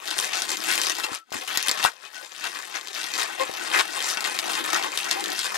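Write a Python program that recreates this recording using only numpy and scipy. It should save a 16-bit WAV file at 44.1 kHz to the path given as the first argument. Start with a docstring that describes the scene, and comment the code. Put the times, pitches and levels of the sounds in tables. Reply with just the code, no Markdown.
"""At a table, close to a microphone with two openings, fingers twist a long latex balloon.
Rubber sticks and slips on skin and rubber: dense tiny slips crackle, large ones snap, and
regular ones creak or squeak. Every slip rings the tight rubber wall, runs along the air tube
inside and dies in a short tail. Soft bumps, a low rumble and a faint hiss lie with them."""
import sys
import numpy as np
from scipy import signal
from scipy.fft import rfft, irfft, next_fast_len
from scipy.io import wavfile
from scipy.ndimage import uniform_filter1d

SR = 44100
rng = np.random.default_rng(int(sys.argv[2]) if len(sys.argv) > 2 else 0)


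def generate_wav(sig):
    """Save sig (samples, or channels by samples) to the path in sys.argv[1] as 16-bit PCM at SR."""
    pcm = np.round(np.clip(np.atleast_2d(sig).T, -1, 1) * 32767).astype(np.int16)
    wavfile.write(sys.argv[1], SR, pcm)


N = 245681

# single large slips, levels ahead of boost, tube and microphone:
# (time [s], peak level [dB], centre of colour [Hz])
SNAPS = [(0.0762, -15, 4250), (0.1057, -13, 4770), (0.1104, -13, 3350), (0.182, -9, 6850),
         (0.188, -7, 4600), (0.1984, -9, 7210), (.2095, -15, 6000), (0.3541, -14, 5390), (0.4199, -8, 3590),
         (0.5028, -12, 5270), (.5165, -13, 5500), (0.5701, -11, 4900), (.603, -18, 4270),
         (0.6384, -13, 4470), (0.7034, -11, 2620), (0.7364, -11, 2800), (0.7776, -8, 2950),
         (0.8155, -5, 5800), (0.835, -12, 3060), (0.8684, -7, 3600), (0.8969, -8, 3140), (.9515, -17, 4000),
         (.9665, -18, 4500), (.9842, -19, 6500), (.9986, -14, 4900), (1.143, -18, 4500),
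         (1.1485, -14, 5800), (1.3049, -34, 5000), (1.3239, -22, 5450), (1.3415, -19, 4500),
         (1.3665, -19, 1800), (1.379, -21, 2200), (1.476, -18, 3210), (1.5409, -17, 3020),
         (1.5733, -2, 6220), (1.6267, -9, 4980), (1.6721, -12, 3880), (1.6836, -4, 3540),
         (1.6934, -6, 3560), (1.713, -5, 5940), (1.7734, -18, 3180), (1.7894, -16, 2680),
         (1.8277, -11, 2680), (1.8397, -6, 3910), (1.8497, -6, 3370), (2.051, -28, 2600),
         (2.1445, -25, 2560), (2.2475, -25, 3000), (2.3191, -26, 3200), (2.4394, -18, 2520),
         (2.588, -20, 4500), (2.6239, -24, 3200), (2.811, -23, 3340), (2.8719, -19, 2850),
         (2.8833, -18, 3550), (2.9312, -22, 3640), (3.0315, -18, 3600), (3.0405, -15, 3510),
         (3.0645, -19, 4500), (3.1537, -17, 4730), (3.1951, -14, 2760), (3.5129, -22, 3960),
         (3.5379, -21, 4540), (3.5703, -19, 3240), (3.595, -20, 1900), (3.701, -17, 2500),
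         (3.7368, -11, 2200), (3.8791, -23, 6200), (3.9055, -21, 3500), (4.0038, -15, 3240),
         (4.0253, -14, 6240), (4.0861, -14, 6140), (4.1714, -11, 2200), (4.2063, -13, 4570),
         (4.2418, -12, 3700), (4.3889, -7, 2970), (4.4408, -18, 2700), (4.533, -14, 2500),
         (4.5521, -13, 3380), (4.6409, -15, 3570), (4.702, -13, 4000), (4.7301, -13, 4930),
         (4.7446, -9, 2530), (4.8254, -13, 3040), (4.836, -15, 2500), (4.9187, -20, 3060),
         (4.9746, -7, 4500), (4.9874, -13, 2920), (5.0435, -15, 4000), (5.1113, -2, 4140),
         (5.1274, -13, 4060), (5.197, -19, 4500), (5.2066, -15, 6500), (5.2405, -12, 4000),
         (5.2584, -13, 3140), (5.2814, -16, 4710), (5.3018, -15, 6000), (5.3183, -13, 4500),
         (5.3911, -7, 4500), (5.4315, -16, 3500), (5.4575, -14, 5000)]
# broad modes, the ways the stretched wall can ring: (frequency [Hz], width [Hz], level [dB])
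WALL = [(204, 40, -30.5), (345.4, 83, -9.5), (528, 295, -10), (748, 185, -3), (927, 383, -0.5),
        (1400, 520, -1), (1817, 427, -0.5), (2580, 790, -0.5), (3530, 1060, 1), (4840, 1390, -2),
        (6230, 940, -1), (6785, 2150, 0), (8600, 2650, -2), (11150, 3940, -7.5), (13800, 1000, -19)]
WALL_HZ, _, WALL_DB = np.transpose(WALL)


def amp(db):
    """Turns decibels into a plain factor."""
    return 10 ** (np.asarray(db) / 20)


def evened(x):
    """Scales a signal to an average strength (RMS) of 1."""
    return x / np.sqrt(np.mean(x ** 2) + 1e-20)


def read(points, hz):
    """Reads a (frequency, value) curve at any frequency, on a logarithmic frequency scale."""
    f, value = np.transpose(points)
    return np.interp(np.log(hz + 1), np.log(f + 1), value)


def shaped(x, gain):
    """Filters a sound by a function of frequency."""
    size = next_fast_len(N + SR)
    spectrum = rfft(x, size) * gain(np.fft.rfftfreq(size, 1 / SR))
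    return irfft(spectrum, size)[..., :N]


def colour(centre_hz, fall_db):
    """Level of each wall mode: it falls away from a centre by fall_db an octave squared."""
    octaves = np.log2(WALL_HZ / np.asarray(centre_hz)[:, None])
    return -fall_db * octaves ** 2


def grip(s, order=1):
    """One column of the steady rubbing while the fingers hold the balloon, read at times s."""
    # steady rubbing: (time [s], level [dB], brightness [dB], level of the lowest modes [dB])
    holds = [(0, -44.5, -5.5, -4), (.07, -36.5, 1, 2.5), (.3, -35, -1, -8), (.6, -36.5, 1.5, 6.5),
             (.7, -30.5, 5, 1.5), (1.14, -40.5, -3.5, -1.5), (1.24, -82, 6, 1), (1.29, -61, -5, 10),
             (1.33, -51, 7, 6.5), (1.82, -32, -2, -14), (1.97, -53, -1, -9), (2.3, -50.5, 3.5, -2),
             (2.42, -40, 0.5, -0.5), (2.91, -44, -0.5, -4), (3.2, -36, 1, -1.5), (3.35, -39, -2.5, -1),
             (3.68, -34.5, -1.5, -0.5), (3.86, -37, -1, 1), (4, -37, -1.5, -5), (4.65, -31.5, -1.5, 2),
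             (4.87, -34.5, -4.5, 0.5), (4.9, -40.5, -3.5, 3), (4.95, -34.5, 0, -2.5), (5.3, -34.5, -4, 6.5),
             (5.4, -36, 5, 1), (5.57, -34.5, -5, -14)]
    columns = np.transpose(holds)
    return np.interp(s, columns[0], columns[order])


def rubbing(s):
    """Crackle level in dB (slips x modes): steady grip, swelling scrapes and the trail of each snap."""
    # a finger scrapes the wall: (start [s], length [s], level [dB], centre of colour [Hz])
    scrapes = [(0.073, 0.042, -39, 2210), (0.173, 0.046, -34.5, 9000), (0.228, 0.025, -33, 9000),
               (0.332, 0.065, -33, 4860), (0.487, 0.06, -33.5, 6000), (0.656, 0.065, -37.5, 6600),
               (0.682, 0.14, -34.5, 2210), (0.833, 0.084, -33.5, 6030), (0.98, 0.018, -33.5, 830),
               (1.038, 0.011, -31, 6200), (1.116, 0.051, -37.5, 6030), (1.321, 0.067, -37.5, 600),
               (1.411, 0.023, -37.5, 600), (1.476, 0.14, -35, 2600), (1.661, 0.034, -32, 9000),
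               (1.831, 0.031, -24, 1020), (1.87, 0.022, -38, 605), (2.017, 0.063, -49, 2750),
               (2.132, 0.061, -45, 6600), (2.212, 0.042, -44, 590), (2.312, 0.011, -50, 3300),
               (2.431, 0.048, -36, 1220), (2.536, 0.05, -41.5, 1860), (2.743, 0.035, -34.5, 1560),
               (2.942, 0.058, -37, 3570), (3.008, 0.047, -38, 3300), (3.137, 0.03, -32.5, 4130),
               (3.179, 0.052, -30, 9100), (3.395, 0.032, -32, 604), (3.726, 0.084, -29, 1640),
               (3.936, 0.066, -35.5, 990), (4.008, 0.083, -35, 8400), (4.073, 0.058, -31.5, 8300),
               (4.249, 0.029, -29.5, 2420), (4.48, 0.069, -37.5, 4030), (4.725, 0.046, -29, 1810),
               (4.818, 0.064, -37, 980), (5.005, 0.029, -41.5, 3650), (5.106, 0.023, -30.5, 3680),
               (5.447, 0.017, -30.5, 4930), (5.544, 0.02, -34, 9000)]
    rise_db_per_s, fall_db_per_s = 3000, 595  # slopes before and after a scrape
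    scrape_swell_db = 2.5  # ends of a scrape under its middle
    scrape_fall_db, scrape_floor_db = 4, 3  # fall of colour, an octave squared; its deepest loss
    hush_db, hush_s = 4, .012
    trail_db, trail_fall_db_per_s, trail_bright_db = -30, 400, 4
    low_db, treble_db, lowest_hz = -2.5, 0.5, 420

    # low and treble regions of the wall: brightness tips them apart
    low = read([(900, 1), (1600, 0)], WALL_HZ)
    high = read([(2800, 0), (4300, 1)], WALL_HZ)
    tilt = high - low
    power = amp(grip(s)[:, None] + grip(s, order=2)[:, None] * tilt) ** 2

    for start, length, db, centre_hz in scrapes:
        before_s = np.maximum(start - s, 0)
        after_s = np.maximum(s - start - length, 0)
        away_db = rise_db_per_s * before_s + fall_db_per_s * after_s
        from_middle = np.clip(2 * (s - start) / length - 1, -1, 1)
        away_db = away_db + scrape_swell_db * from_middle ** 2
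        tone_db = np.maximum(colour([centre_hz], scrape_fall_db), -scrape_floor_db) + 4.5
        power = power + amp((db - away_db)[:, None] + tone_db) ** 2

    for start, peak_db, _ in SNAPS:
        # the rubber sticks before it snaps: the crackle sinks just ahead
        nearness = (s < start) * np.maximum(1 - (start - s) / hush_s, 0)
        power = power / amp(2 * hush_db * nearness)[:, None]
        # the snap frees the wall: a bright crackle trails after it
        trail = (s > start) * amp(peak_db + trail_db - trail_fall_db_per_s * abs(s - start))
        power = power + (trail[:, None] * amp(trail_bright_db * tilt)) ** 2

    lowest_db = grip(s, order=3)[:, None] * (WALL_HZ < lowest_hz)
    return 10 * np.log10(power) + low_db * low + treble_db * high + lowest_db


def crackle():
    """Random tiny slips, each with its own colour on top of one that drifts slowly as the grip moves."""
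    slips_per_s = 2000
    count = int(slips_per_s * N / SR)
    s = np.sort(rng.random(count)) * N / SR
    size_db = 3.8 * np.minimum(rng.exponential(1, count), 3.0)
    # blend neighbouring modes, so that colours vary smoothly
    own, drift = uniform_filter1d(rng.standard_normal((2, count, len(WALL))), size=2, axis=2)
    drift = uniform_filter1d(drift, size=90, axis=0)
    db = size_db[:, None] + 4.5 * evened(own) + 1.5 * evened(drift)
    # level the chance swells over about 45 slips, so that the crackle keeps to the rubbing level
    power = uniform_filter1d(np.mean(amp(db) ** 2, axis=1), size=45)
    db = db - 10 * np.log10(power * slips_per_s / SR)[:, None]
    return s, db + rubbing(s)


def ring(s, db):
    """Each slip, at its exact time s, strikes every wall mode with its own strength db (slips x modes)."""
    t, out = np.arange(1500) / SR, np.zeros(N)
    # a slip falls between samples, so its click is spread over the nine nearest
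    at = np.round(s * SR).astype(int)[:, None] + np.arange(-4, 5)
    offset = at - s[:, None] * SR
    click = np.sinc(offset) * np.cos(np.pi * offset / 10) ** 2
    places = np.clip(at, 0, N - 1).ravel()
    for k, (hz, width, mode_db) in enumerate(WALL):
        mode = np.exp(-np.pi * width * t) * np.sin(2 * np.pi * hz * t)
        mode = mode / np.linalg.norm(mode)  # energy 1
        strikes = amp(db[:, k, None] + mode_db) * click
        train = np.bincount(places, strikes.ravel(), N)
        out += (-1) ** k * signal.oaconvolve(train, mode)[:N]  # every other mode is turned over
    return out


def tube(x):
    """The wave returns inverted from along the air tube: evenly spaced modes; the deep bass is cut steeply."""
    # sound sent back along the tube: (frequency [Hz], share [0 to 1])
    sent_back = [(300, 0.21), (2000, 0.084), (5000, 0.0057)]
    spacing_hz, bass_edge_hz = 200.5, 140

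    def gain(hz):
        echo = np.clip(read(sent_back, hz), 0, .4) * np.exp(-2j * np.pi * hz / spacing_hz)
        return (1j * hz / (bass_edge_hz + 1j * hz)) ** 4 / (1 + echo)
    return shaped(x, gain)


def tail(x, first):
    """Sparse echoes of random sign from sample first on, each band dying at its own speed; energy 1."""
    # dying away of the echoes: (frequency [Hz], time to fall by 60 dB [s])
    decay = [(250, 0.023), (1300, 0.08), (4500, 0.045), (12000, 0.03)]
    taps = np.zeros(SR // 8)
    at = np.arange(first, len(taps) - 16, 16)
    taps[at + rng.integers(0, 16, len(at))] = rng.choice([-1., 1.], len(at))
    hz, t, z = signal.stft(taps, SR, nperseg=128)
    fade = amp(-60 * t / read(decay, hz)[:, None])
    taps = signal.istft(z * fade, SR, nperseg=128)[1]
    return signal.oaconvolve(x, taps / np.linalg.norm(taps))[:N]


def tails(x, first):
    """The shape in the hands keeps changing, so the sound passes from one tail to the next."""
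    shapes, changes_per_s = 7, 24  # the shapes come round again in turn
    turn = np.arange(N) / SR * changes_per_s / shapes

    def window(k):
        from_middle = ((turn - k / shapes) % 1 - .5) * shapes
        return np.cos(np.pi / 2 * np.clip(from_middle, -1, 1))
    return sum(tail(x * window(k), first) for k in range(shapes))


def rumble():
    """Low noise of the hands on the tube, growing and sinking with the grip."""
    # tone of the rumble: (frequency [Hz], level [dB])
    tone = [(15, -39), (40, 8.5), (120, -16), (200, 10.5), (280, 10), (500, -66)]
    level_db, db_per_grip_db = -72, 1.5  # level at a grip of -41 dB, ahead of the final mix
    noise = evened(shaped(rng.standard_normal(N), lambda hz: amp(read(tone, hz))))
    return noise * amp(level_db + db_per_grip_db * (grip(np.arange(N) / SR) + 41.0))


def hiss():
    """Steady faint noise, drawn separately for the two rows of the scene."""
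    # tone of the hiss: (frequency [Hz], level [dB per Hz])
    tone = [(40, -14), (100, -16), (621, -3), (1170, -8), (1330, -5), (4670, -9), (16000, -24)]
    noise = shaped(rng.standard_normal((2, N)), lambda hz: amp(read(tone, hz)))
    return amp(-75) * evened(noise)


def snaps():
    """Large slips: a bright crack of equal energy whatever its colour, with some of the low wall."""
    fall_db, thin_db = 1.1, 11  # fall of colour, an octave squared; extra loss an octave below the centre
    lump_db, low_db = 2.5, -21  # chance favour of some modes; share of the low wall
    s, peak_db, hz = np.transpose(SNAPS)
    below = np.minimum(np.log2(WALL_HZ / hz[:, None]), 0)
    lumps = lump_db * rng.standard_normal(below.shape)
    crack = amp(colour(hz, fall_db) + thin_db * below + lumps)
    crack = crack / np.linalg.norm(crack * amp(WALL_DB), axis=1)[:, None]
    strength = crack + amp(colour(1200 + 0 * hz, 23.0) + low_db)
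    # a fixed 16 dB brings a crack of energy 1 to about the peak level in the table
    db = 20 * np.log10(strength) + peak_db[:, None] + 16
    return s + .0006, db  # sounds 0.6 ms after the time in the table


def creak(start, length, first_hz, last_hz, db, hz, fall_db, uneven):
    """Slips that repeat at a gliding rate: slow ones creak, fast even ones squeak and swell."""
    fade_db = 6  # loss over a run
    soft_db, soft_s = 10, .012  # full soft start, for runs that begin at 1000 slips a second or more
    jitter = rng.standard_normal((300, 2))
    t = np.arange(0, length, 1 / SR)
    turns = np.cumsum(np.linspace(first_hz, last_hz, len(t))) / SR
    # one slip for each whole turn
    s = np.interp(np.arange(min(turns[-1], len(jitter))), turns, t)
    soft_start_db = soft_db * min(first_hz / 1000, 1) * np.maximum(1 - s / soft_s, 0)
    jitter = uneven * jitter[:len(s)]
    # faster runs get weaker slips, to keep the overall level
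    level = db + 12 * jitter[:, 0] - 10 * np.log10(first_hz / SR)
    level = level - fade_db * (s / length) ** 2 - soft_start_db
    return start + s + jitter[:, 1] / first_hz, level[:, None] + colour(hz + 0 * s, fall_db)


def bumps():
    """The tube bumps hand or table: a low push of a few swings, rising softly, without ring."""
    # pushes, levels ahead of the bass cut: (time [s], peak level [dB], frequency [Hz], length [swings])
    pushes = [(1.115, -50, 110, 2), (1.117, -32, 322, 1.5), (1.3197, -22.5, 796, 1.2), (1.34, -46, 99, 3.7),
              (1.35, -37, 259, 4.7), (1.846, -31, 111, 0.58), (1.8496, -4, 923, 3.2),
              (3.495, -23.5, 520, 1.45), (5.105, -52, 122, 1.6)]
    edge_hz = 45  # a push on a light tube moves little deep bass
    out, t = np.zeros(N), np.arange(2000) / SR
    for s, db, hz, swings in pushes:
        part = out[round(s * SR):][:len(t)]
        u = 4 * hz * t / swings
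        part += amp(db) * np.sin(2 * np.pi * hz * t) * np.e * u * np.exp(-u)
    return shaped(out, lambda hz: (1j * hz / (edge_hz + 1j * hz)) ** 2)


def scene():
    """Direct sound and tail; the second row is what only the right port hears."""
    # runs of regular slips: (start [s], length [s], first rate [Hz], last rate [Hz], level [dB],
    # centre of colour [Hz], fall of colour [dB an octave squared], unevenness [share of a period])
    runs = [(.68, 0.072, 165.9, 138, -24, 2100, 34, 0.148), (3.396, .04, 525, 545, -16, 480, 7, .04),
            (3.737, .046, 231.5, 158.3, -19.5, 1750, 11.5, 0.27),
            (3.7895, .021, 178, 235, -19, 1900, .8, 0.013), (5.155, 0.06, 753, 836, -26, 650, 29, 0.074),
            (1.335, 0.028, 102.8, 87.4, -30.5, 1400, 19, 0.118),
            (1.027, .028, 1290, 1400, -27, 4500, .6, .01), (1.045, .19, 1370, 1325, -49, 1330, 25, .03),
            (2.15, 0.068, 1500, 1500, -46, 1520, 22, 0.015), (2.9, .016, 390, 410, -39, 5000, 0, 0.025),
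            (2.03, .05, 2500, 2550, -47, 2590, 25, .01), (4.035, .02, 118, 122, -28, 6300, 20, .01),
            (4.1015, .024, 200, 110, -28, 5800, 8, .02)]
    slips = [crackle(), snaps()] + [creak(*row) for row in runs]
    times, strengths = (np.concatenate(column) for column in zip(*slips))
    wall = tube(ring(times, strengths))
    near = wall + amp(-8) * tails(wall, 60) + bumps() + rumble()
    apart = amp(4.5) * tails(wall, 20)
    return amp(-3) * np.array([near, apart]) + hiss()


def record(dry):
    """Two close ports: the right one is weaker, turned in phase and partly unlike; overload; band limit."""
    # lead of the left port in phase: (frequency [Hz], lead [radians])
    lead = [(0, 0), (260, -2.8), (2240, -1.2), (4220, -0.8), (14300, -0.3), (16000, -0.3)]
    # left port over right, ahead of the hand's movement: (frequency [Hz], difference [dB])
    left_over_right = [(60, 4.5), (380, 5.5), (2380, 7), (15000, 4.5)]
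    # likeness of the ports: (frequency [Hz], likeness [0 to 1])
    likeness = [(60, 0.4), (500, 1), (1000, 0.92), (2000, 0.72), (4000, 0.85), (12000, 0.45)]
    # the rubbing hand moves towards the left port and back: (time [s], loss at the right port [dB])
    lean = [(0, 3), (1.16, 4.5), (1.23, 6), (1.3, 3.5), (1.88, 4), (1.99, 14), (2.15, 9), (2.5, 4.5),
            (2.65, 5.5), (3.1, 4), (5.57, 2)]
    edge_hz = 16100  # upper limit of the band

    def ports(hz):
        same = np.clip(read(likeness, hz), 0, 1)
        right = amp(-read(left_over_right, hz)) * np.exp(-1j * read(lead, hz))
        gains = np.array([1 + 0 * hz, same * right, np.sqrt(1 - same ** 2) * right])
        return gains * 2 / abs(1 + same * right)  # keeps the level of the ports' shared sum
    left, shared, own = shaped(dry[[0, 0, 1]], ports)
    loss_db = np.interp(np.arange(N) / SR, *np.transpose(lean))
    both = np.clip([left, (shared + own) * amp(-loss_db)], -1, 1)
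    band = signal.firwin(255, edge_hz, window=("kaiser", 9), fs=SR)
    return signal.oaconvolve(both, band[None], "same")


dry = scene()
out = record(dry)
generate_wav(out)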